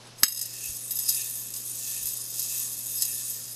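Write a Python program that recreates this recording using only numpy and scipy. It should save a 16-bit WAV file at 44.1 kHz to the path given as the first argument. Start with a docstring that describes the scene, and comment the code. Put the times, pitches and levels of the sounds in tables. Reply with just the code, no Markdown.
"""A quiet curtained room, one microphone close to a steel hoop threaded with five loose metal beads.
The hoop is knocked on a knee, slamming the beads onto the wire; they clatter, then spin and jingle as it
is turned hand over hand, each tapping the wire hundreds of times a second. The whirr swells with every
pull, and now and then the beads clash. Clothes, a few soft bumps, mains hum and room air lie beneath;
the recorder's gain control ducks after loud hits."""
import sys
import numpy as np
from scipy import signal
from scipy.fft import rfft, irfft, next_fast_len
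from scipy.io import wavfile
from scipy.ndimage import uniform_filter1d

SR = 44100
rng = np.random.default_rng(int(sys.argv[2]) if len(sys.argv) > 2 else 0)


def pcm_store(signal):
    """Save signal as 16-bit PCM."""
    levels = np.round(np.clip(np.atleast_2d(signal), -1, 1) * 32767)
    wavfile.write(sys.argv[1], SR, levels.astype(np.int16).T)


N = 156555
TIME = np.arange(N) / SR


def amp(db):
    """Decibels to gain."""
    return 10 ** (np.asarray(db) / 20)


def unit(x):
    """Scales to rms 1."""
    return x / np.sqrt(np.mean(x ** 2) + 1e-20)


def level(points):
    """Gain over time from (s, dB) points."""
    return amp(np.interp(TIME, *np.transpose(points)))


def colour(x, points):
    """Filters by a (Hz, dB) spectrum."""
    hz, db = np.transpose(points)
    size = next_fast_len(len(x) + 2048)
    bins_hz = np.fft.rfftfreq(size, 1 / SR)
    gain = amp(np.interp(np.log(bins_hz + 1), np.log(hz), db))
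    return irfft(rfft(x, size) * gain, size)[:len(x)]


def add(mix, start_s, sound):
    """Mixes a sound in at a time."""
    part = mix[max(round(start_s * SR), 0):][:len(sound)]
    part += sound[:len(part)]


def drift(rate_hz):
    """Smooth random wander of rms 1."""
    knots = rng.standard_normal(1024)
    return unit(np.interp(TIME * rate_hz, np.arange(len(knots)), knots))


def burst(t60):
    """Noise that falls 60 dB in t60 seconds."""
    t = TIME[:SR // 5]
    return rng.standard_normal(len(t)) * amp(-60 * t / t60)


# Room air at the microphone. Each row: frequency in Hz, relative level in dB.
AIR_SPECTRUM = [(20, -3), (70, -3.5), (160, 1), (300, 1.5), (550, -2), (900, -7.5), (2000, -8.5),
                (6000, -4), (14000, -36)]

def room_tone(air_db=-53.5):
    """Steady room air and two harmonics of mains hum."""
    hum = sum(amp(db) * np.sqrt(2) * np.sin(2 * np.pi * (hz * TIME + rng.random()))
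              for hz, db in [(120, -56.5), (240, -69.5)])
    return hum + amp(air_db) * unit(colour(rng.standard_normal(N), AIR_SPECTRUM))


# Cloth moving near the microphone. Each row: time in seconds, level in dB.
CLOTH_LEVEL = [(0, -55.5), (.07, -50.5), (.15, -57.5), (.22, -55.5), (.3, -80)]
# Its tone. Each row: frequency in Hz, relative level in dB.
CLOTH_SPECTRUM = [(60, -18), (200, 1), (1000, 1.5), (2000, -7), (3700, -2), (6500, -14), (11000, -7.5),
                  (14000, -40)]

def clothes():
    """Clothes brush as the knee lifts."""
    return level(CLOTH_LEVEL) * unit(colour(rng.standard_normal(N), CLOTH_SPECTRUM))


# The hoop ringing freely. Each row: frequency in Hz, relative level in dB, t60 in seconds.
HOOP_MODES = [(1895, -24, .22), (2772, -19, .2), (3860, -15, .17), (5031, -2.5, .17), (5215, -7, .11),
              (6313, -7, .12), (6515, -6, .15), (7794, -2, .14), (8104, -8, .11), (9210, -7, .12),
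              (9390, -6, .12), (11150, -4, .13), (11320, -4, .13), (11500, -6, .11), (13035, -1, .14),
              (13230, -4, .12), (14600, -14, .1), (14860, -10, .1)]

def hoop_ring(held_t60=.06, free_db=-14, glint_db=0, spread_db=2, smear_hz=23.8, contact_s=.0005):
    """One blow rings the hoop; the hand or knee holding it soon damps all but a faint free ring."""
    hz, db, t60 = np.transpose(HOOP_MODES)[:, :, None]
    t = TIME[:SR // 6]
    place, phase = rng.standard_normal((2, len(HOOP_MODES), 1))
    struck_db = db + spread_db * place  # the place struck sets the mix of modes
    # loose beads jostle the modes and blur their pitch
    steps = rng.standard_normal((len(HOOP_MODES), len(t))) * np.sqrt(2 * np.pi * smear_hz / SR)
    jostle = uniform_filter1d(np.cumsum(steps, axis=1), size=100, axis=1)
    decay = amp(struck_db + glint_db * (hz > 10500) - 60 * t / t60)
    modes = decay * np.sin(2 * np.pi * (hz * t + phase) + jostle)
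    envelope = (1 - np.exp(-t / contact_s)) * (amp(-60 * t / held_t60) + amp(free_db))
    return envelope * modes.sum(0) / np.linalg.norm(amp(struck_db))


# Bead against bead. Each row: start in seconds, relative level in dB, lift of the top modes in dB.
BEAD_CLASHES = [(0.055, -50, -13), (.07, -43, -19), (0.185, -37.5, -14), (.252, -20, -3), (.264, -20, -2),
                (.281, -16, 4.5), (0.3218, -21, 0), (.347, -25, -3), (.361, -26, -4), (.3736, -22.5, -2),
                (.392, -24.5, -2), (.413, -23, 0.5), (0.425, -27, 0), (0.456, -29.5, 1), (.5337, -36, -2),
                (.6559, -36.5, 10), (0.9081, -26.5, 9.5), (.918, -30, 8), (.9543, -32.5, 12.5),
                (0.967, -30, 6), (0.9882, -25.5, 8.5), (.997, -28, -6), (1.06, -34, 1), (1.0893, -18, 5.5),
                (1.096, -22, 7), (1.103, -21.5, 4), (1.125, -33, 12), (1.145, -27, 5), (1.16, -31, 2),
                (1.2101, -32.5, 7), (1.353, -37, 12), (1.5386, -28, -4), (1.562, -29, -3),
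                (1.6148, -35, -6), (2.056, -32, 12), (2.07, -29.5, 8), (2.083, -36, 7), (2.2817, -45, -3),
                (2.3945, -26.5, 8), (2.425, -36, 16.5), (3.011, -27, 4), (3.021, -16.5, 3.5),
                (3.034, -26.5, 2), (3.0515, -25, 4), (3.336, -39, -10), (3.48, -35, -6)]
# A passing contact barely wakes the highest modes. Each row: frequency in Hz, gain in dB.
CONTACT_ROLLOFF = [(13400, 0), (14200, -36)]
# The bare click of a bead. Each row: frequency in Hz, gain in dB.
CLICK_SPECTRUM = [(300, -32), (1500, -31), (2200, -42), (3200, -13.5), (4500, -6), (5600, -3.5), (6800, 2),
                  (8700, -5), (10500, -0.5), (11800, -6), (12400, -34), (13500, 8), (14200, -52)]

def clashes(bounce_s=.003, bounce_loss_db=8):
    """Beads hit each other and rebound twice, clicking and ringing the hand-held hoop."""
    rings, clicks = np.zeros((2, N))
    for start, db, glint_db in BEAD_CLASHES:
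        for bounce, slip in enumerate(rng.uniform(.7, 1.6, size=3)):
            at = start + bounce * slip * bounce_s
            gain = amp(db - bounce * bounce_loss_db)
            add(rings, at, gain * hoop_ring(glint_db=glint_db))
            add(clicks, at, gain * burst(t60=.045))
    hardness = amp(-2) * (level(TAP_LEVEL) / amp(-49.5)) ** .42  # faster beads click harder
    return colour(rings, CONTACT_ROLLOFF) + hardness * colour(clicks, CLICK_SPECTRUM)


def bead_taps(taps_per_s=270, spread_db=2.5, wobble_db=1):
    """Impulses of one wobbling bead tapping the wire at its own nearly steady rate."""
    rate = taps_per_s * np.exp(.25 * rng.standard_normal() + .15 * drift(60))
    tap_count = np.floor(np.cumsum(rate) / SR + rng.random())
    hits = np.diff(tap_count, prepend=0) > 0
    return hits * amp(spread_db * rng.standard_normal(N) + wobble_db * drift(34.77))


def resonance(taps, hz, width_hz, places=4, detune=.014, attack_s=.00071):
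    """Each tap lands on one of several places, each tuning a mode of the hoop a little differently."""
    t = TIME[:SR // 25]
    envelope = np.exp(-np.pi * width_hz * t) * (1 - np.exp(-t / attack_s))
    place = rng.integers(0, places, N)
    out = np.zeros(N)
    for k, shift in enumerate(rng.standard_normal(places)):
        ring = envelope * np.sin(2 * np.pi * hz * (1 + detune * shift) * t)
        out += (-1) ** k * signal.oaconvolve(taps * (place == k), ring)[:N]
    return unit(out)


# The hoop loaded by spinning beads. Each row: frequency in Hz, width in Hz, relative level in dB.
LOADED_MODES = [(1114, 87, -26.5), (3640, 190, -18), (6670, 280, -6), (7976, 120, -4.5), (9443, 170, 0.5),
                (11366, 150, -1), (13270, 100, -2)]
# The whirr up close: the hoop's ring, the bare taps that grow with bead speed, and three modes
# that swell on their own. Each row: time in seconds, level in dB.
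RING_LEVEL = [(.12, -92), (.2, -47), (.3, -34), (.52, -50), (.67, -38.5), (.84, -41), (1.0, -34.5),
              (1.18, -34.5), (1.3, -36.5), (1.5, -41), (1.64, -38.5), (1.9, -38), (2.09, -34), (2.24, -40),
              (2.46, -36.5), (2.61, -34), (2.79, -39), (2.98, -34), (3.1, -35.5), (3.25, -35.5),
              (3.46, -44.5), (3.55, -38.5)]
TAP_LEVEL = [(.2, -78), (.45, -43.5), (.56, -41.5), (.68, -38), (.84, -46), (1.0, -42), (1.2, -34.5),
             (1.33, -41.5), (1.5, -42.5), (1.64, -43.5), (1.88, -34.5), (2.09, -38), (2.24, -42.5),
             (2.46, -34.5), (2.61, -36), (2.8, -41.5), (2.98, -40), (3.12, -39), (3.25, -37.5), (3.5, -44)]
SINGING_LEVEL = [(.2, -73), (.5, -61.5), (.66, -50.5), (.78, -66.5), (1.01, -63), (1.2, -46), (1.3, -60.5),
                 (1.64, -66), (1.95, -52), (2.25, -68.5), (2.54, -52), (2.63, -61), (2.94, -62.5),
                 (3.1, -55.5), (3.2, -62), (3.55, -67.5)]
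LOW_MODE_LEVEL = [(.2, -93), (.55, -61), (.85, -75), (1.2, -58.5), (1.65, -74), (1.95, -58), (2.3, -73),
                  (2.6, -61), (2.85, -72), (3.2, -60.5), (3.55, -69.5)]
CHIME_LEVEL = [(.2, -64), (.4, -46), (.55, -50.5), (.85, -65), (1.0, -55), (1.09, -33.5), (1.2, -65),
               (1.45, -68), (1.9, -59), (2.17, -51), (2.26, -47), (2.33, -49), (2.43, -44), (2.85, -70),
               (3.0, -38), (3.12, -65), (3.25, -54), (3.55, -49)]

def whirr(bead_count=5, flare_db=2.5, flares_per_s=24):
    """The beads spin down the turning hoop: dense taps, heard bare and through its resonances."""
    beads = [bead_taps() for _ in range(bead_count)]
    clicks = sum(signal.oaconvolve(bead, unit(burst(t60=.0043)))[:N] for bead in beads)
    bare = level(TAP_LEVEL) * unit(colour(clicks, CLICK_SPECTRUM))
    taps = sum(beads)
    modes = sum(amp(db + flare_db * drift(flares_per_s)) * resonance(taps, hz, width_hz)
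                for hz, width_hz, db in LOADED_MODES)
    ring = level(RING_LEVEL) * unit(colour(modes, [(13500, 26), (14100, -39)]))  # steep treble cut
    singing = level(SINGING_LEVEL) * resonance(taps, hz=2610, width_hz=130)
    low = level(LOW_MODE_LEVEL) * resonance(taps, hz=1802, width_hz=57)
    chime = level(CHIME_LEVEL) * resonance(taps, hz=5060, width_hz=430)
    return ring + bare + singing + low + chime


# A light nudge wakes mainly the upper modes. Each row: frequency in Hz, gain in dB.
NUDGE_SPECTRUM = [(3900, -10), (5100, -5), (6400, 0)]

def jingles(nudges_per_s=60, timbres=16, spread_db=4):
    """Spinning beads nudge each other at random; each nudge favours a few of the hoop's modes."""
    rings = np.zeros(N)
    for _ in range(timbres):
        hits = rng.random(N) < nudges_per_s / timbres / SR
        nudges = hits * amp(spread_db * rng.random(N))
        rings += signal.oaconvolve(nudges, hoop_ring(glint_db=3, spread_db=4))[:N]
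    swelling = amp(1.5) * level(RING_LEVEL) * colour(rings, NUDGE_SPECTRUM)
    return colour(swelling, CONTACT_ROLLOFF)


# Dull modes of the hoop against the knee. Each row: frequency in Hz, level in dB, t60 in seconds.
PRESSED_MODES = [(190, -41, .06), (1254, -22, .036), (1658, -18.5, .028), (1965, -25, .04),
                 (3122, -28, .045)]
# The crack of the beads landing. Each row: frequency in Hz, gain in dB.
CRACK_SPECTRUM = [(60, -21), (220, 1.5), (450, -17), (850, -12), (1750, 6), (2200, -4), (3300, -5.5),
                  (5300, 11), (7000, -10), (12400, -46), (14000, -5), (15500, -18)]

def knee_knock(touch_s=.2268, slam_s=.233, bounce_s=.0026, bounce_loss_db=15):
    """The knee meets the hoop with a dry knock; just after, all the beads slam home and rebound."""
    hoop, crack = np.zeros((2, N))
    t = TIME[:SR // 4]
    add(hoop, touch_s, amp(-29) * np.hanning(round(.0011 * SR)))
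    for k, (hz, db, t60) in enumerate(PRESSED_MODES):
        add(hoop, slam_s, (-1) ** k * amp(db - 60 * t / t60) * np.sin(2 * np.pi * hz * t))
    for bounce in range(3):
        gain = amp(-5.5 - bounce * bounce_loss_db)
        add(hoop, slam_s + bounce * bounce_s, gain * hoop_ring(held_t60=.085, free_db=-9))
    add(crack, slam_s, amp(-9) * burst(t60=.035))
    return hoop + colour(crack, CRACK_SPECTRUM)


# Movement near the microphone. Each row: start in seconds, level in dB, length in seconds.
BODY_BUMPS = [(0.673, -49, .075), (1.987, -53, .09), (2.102, -58, .04)]
# Its dull tone. Each row: frequency in Hz, relative level in dB.
BUMP_SPECTRUM = [(20, -19), (45, -4), (70, -5), (130, -27), (400, -51), (2000, -100)]

def body_bumps():
    """The player's moving body gives a few soft, low bumps."""
    envelope = np.zeros(N)
    for start, db, length in BODY_BUMPS:
        add(envelope, start, amp(db) * np.hanning(round(length * SR)))
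    return envelope * unit(colour(rng.standard_normal(N), BUMP_SPECTRUM))


# What the room returns to the microphone. Each row: frequency in Hz, gain in dB.
REFLECTION_SPECTRUM = [(1400, -4), (3000, 8.5), (13300, -13.5), (14200, -32)]

def room(direct, first_s=.004, t60=.18, echoes_per_s=2000):
    """The direct sound plus the short, sparse reflections of a curtained room."""
    t = TIME[:SR // 3]
    echoes = rng.standard_normal(len(t)) * (rng.random(len(t)) < echoes_per_s / SR)
    tail = echoes * (t > first_s) * amp(-60 * t / t60)
    reflected = signal.oaconvolve(direct, tail / np.linalg.norm(tail))[:N]
    return direct + amp(-9.5) * colour(reflected, REFLECTION_SPECTRUM)


def scene():
    """At the microphone, in mono: hoop and beads in the room, the player's movements, room tone."""
    hoop = knee_knock() + clashes() + jingles() + whirr()
    return (room(hoop) + clothes() + body_bumps() + room_tone())[None]


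def record(dry):
    """The recorder's gain control ducks after loud hits and recovers; a low-pass limits the band."""
    threshold_db, duck_share, recover_db_per_s, lag_s, cutoff_hz = -18.5, .94, 68, .012, 15500
    power_db = 10 * np.log10(abs(uniform_filter1d(dry[0] ** 2, size=130)) + 1e-12)
    recovery_db = TIME * recover_db_per_s
    held_db = np.maximum.accumulate(power_db + recovery_db) - recovery_db
    over_db = np.maximum(held_db - threshold_db, 0)
    pole = np.exp(-1 / (lag_s * SR))
    ducked = dry * amp(-duck_share * signal.lfilter([1 - pole], [1, -pole], over_db))
    lowpass = signal.firwin(255, cutoff_hz, window=("kaiser", 9), fs=SR)
    return signal.oaconvolve(ducked, lowpass[None], "same")


dry = scene()
out = record(dry)
pcm_store(out)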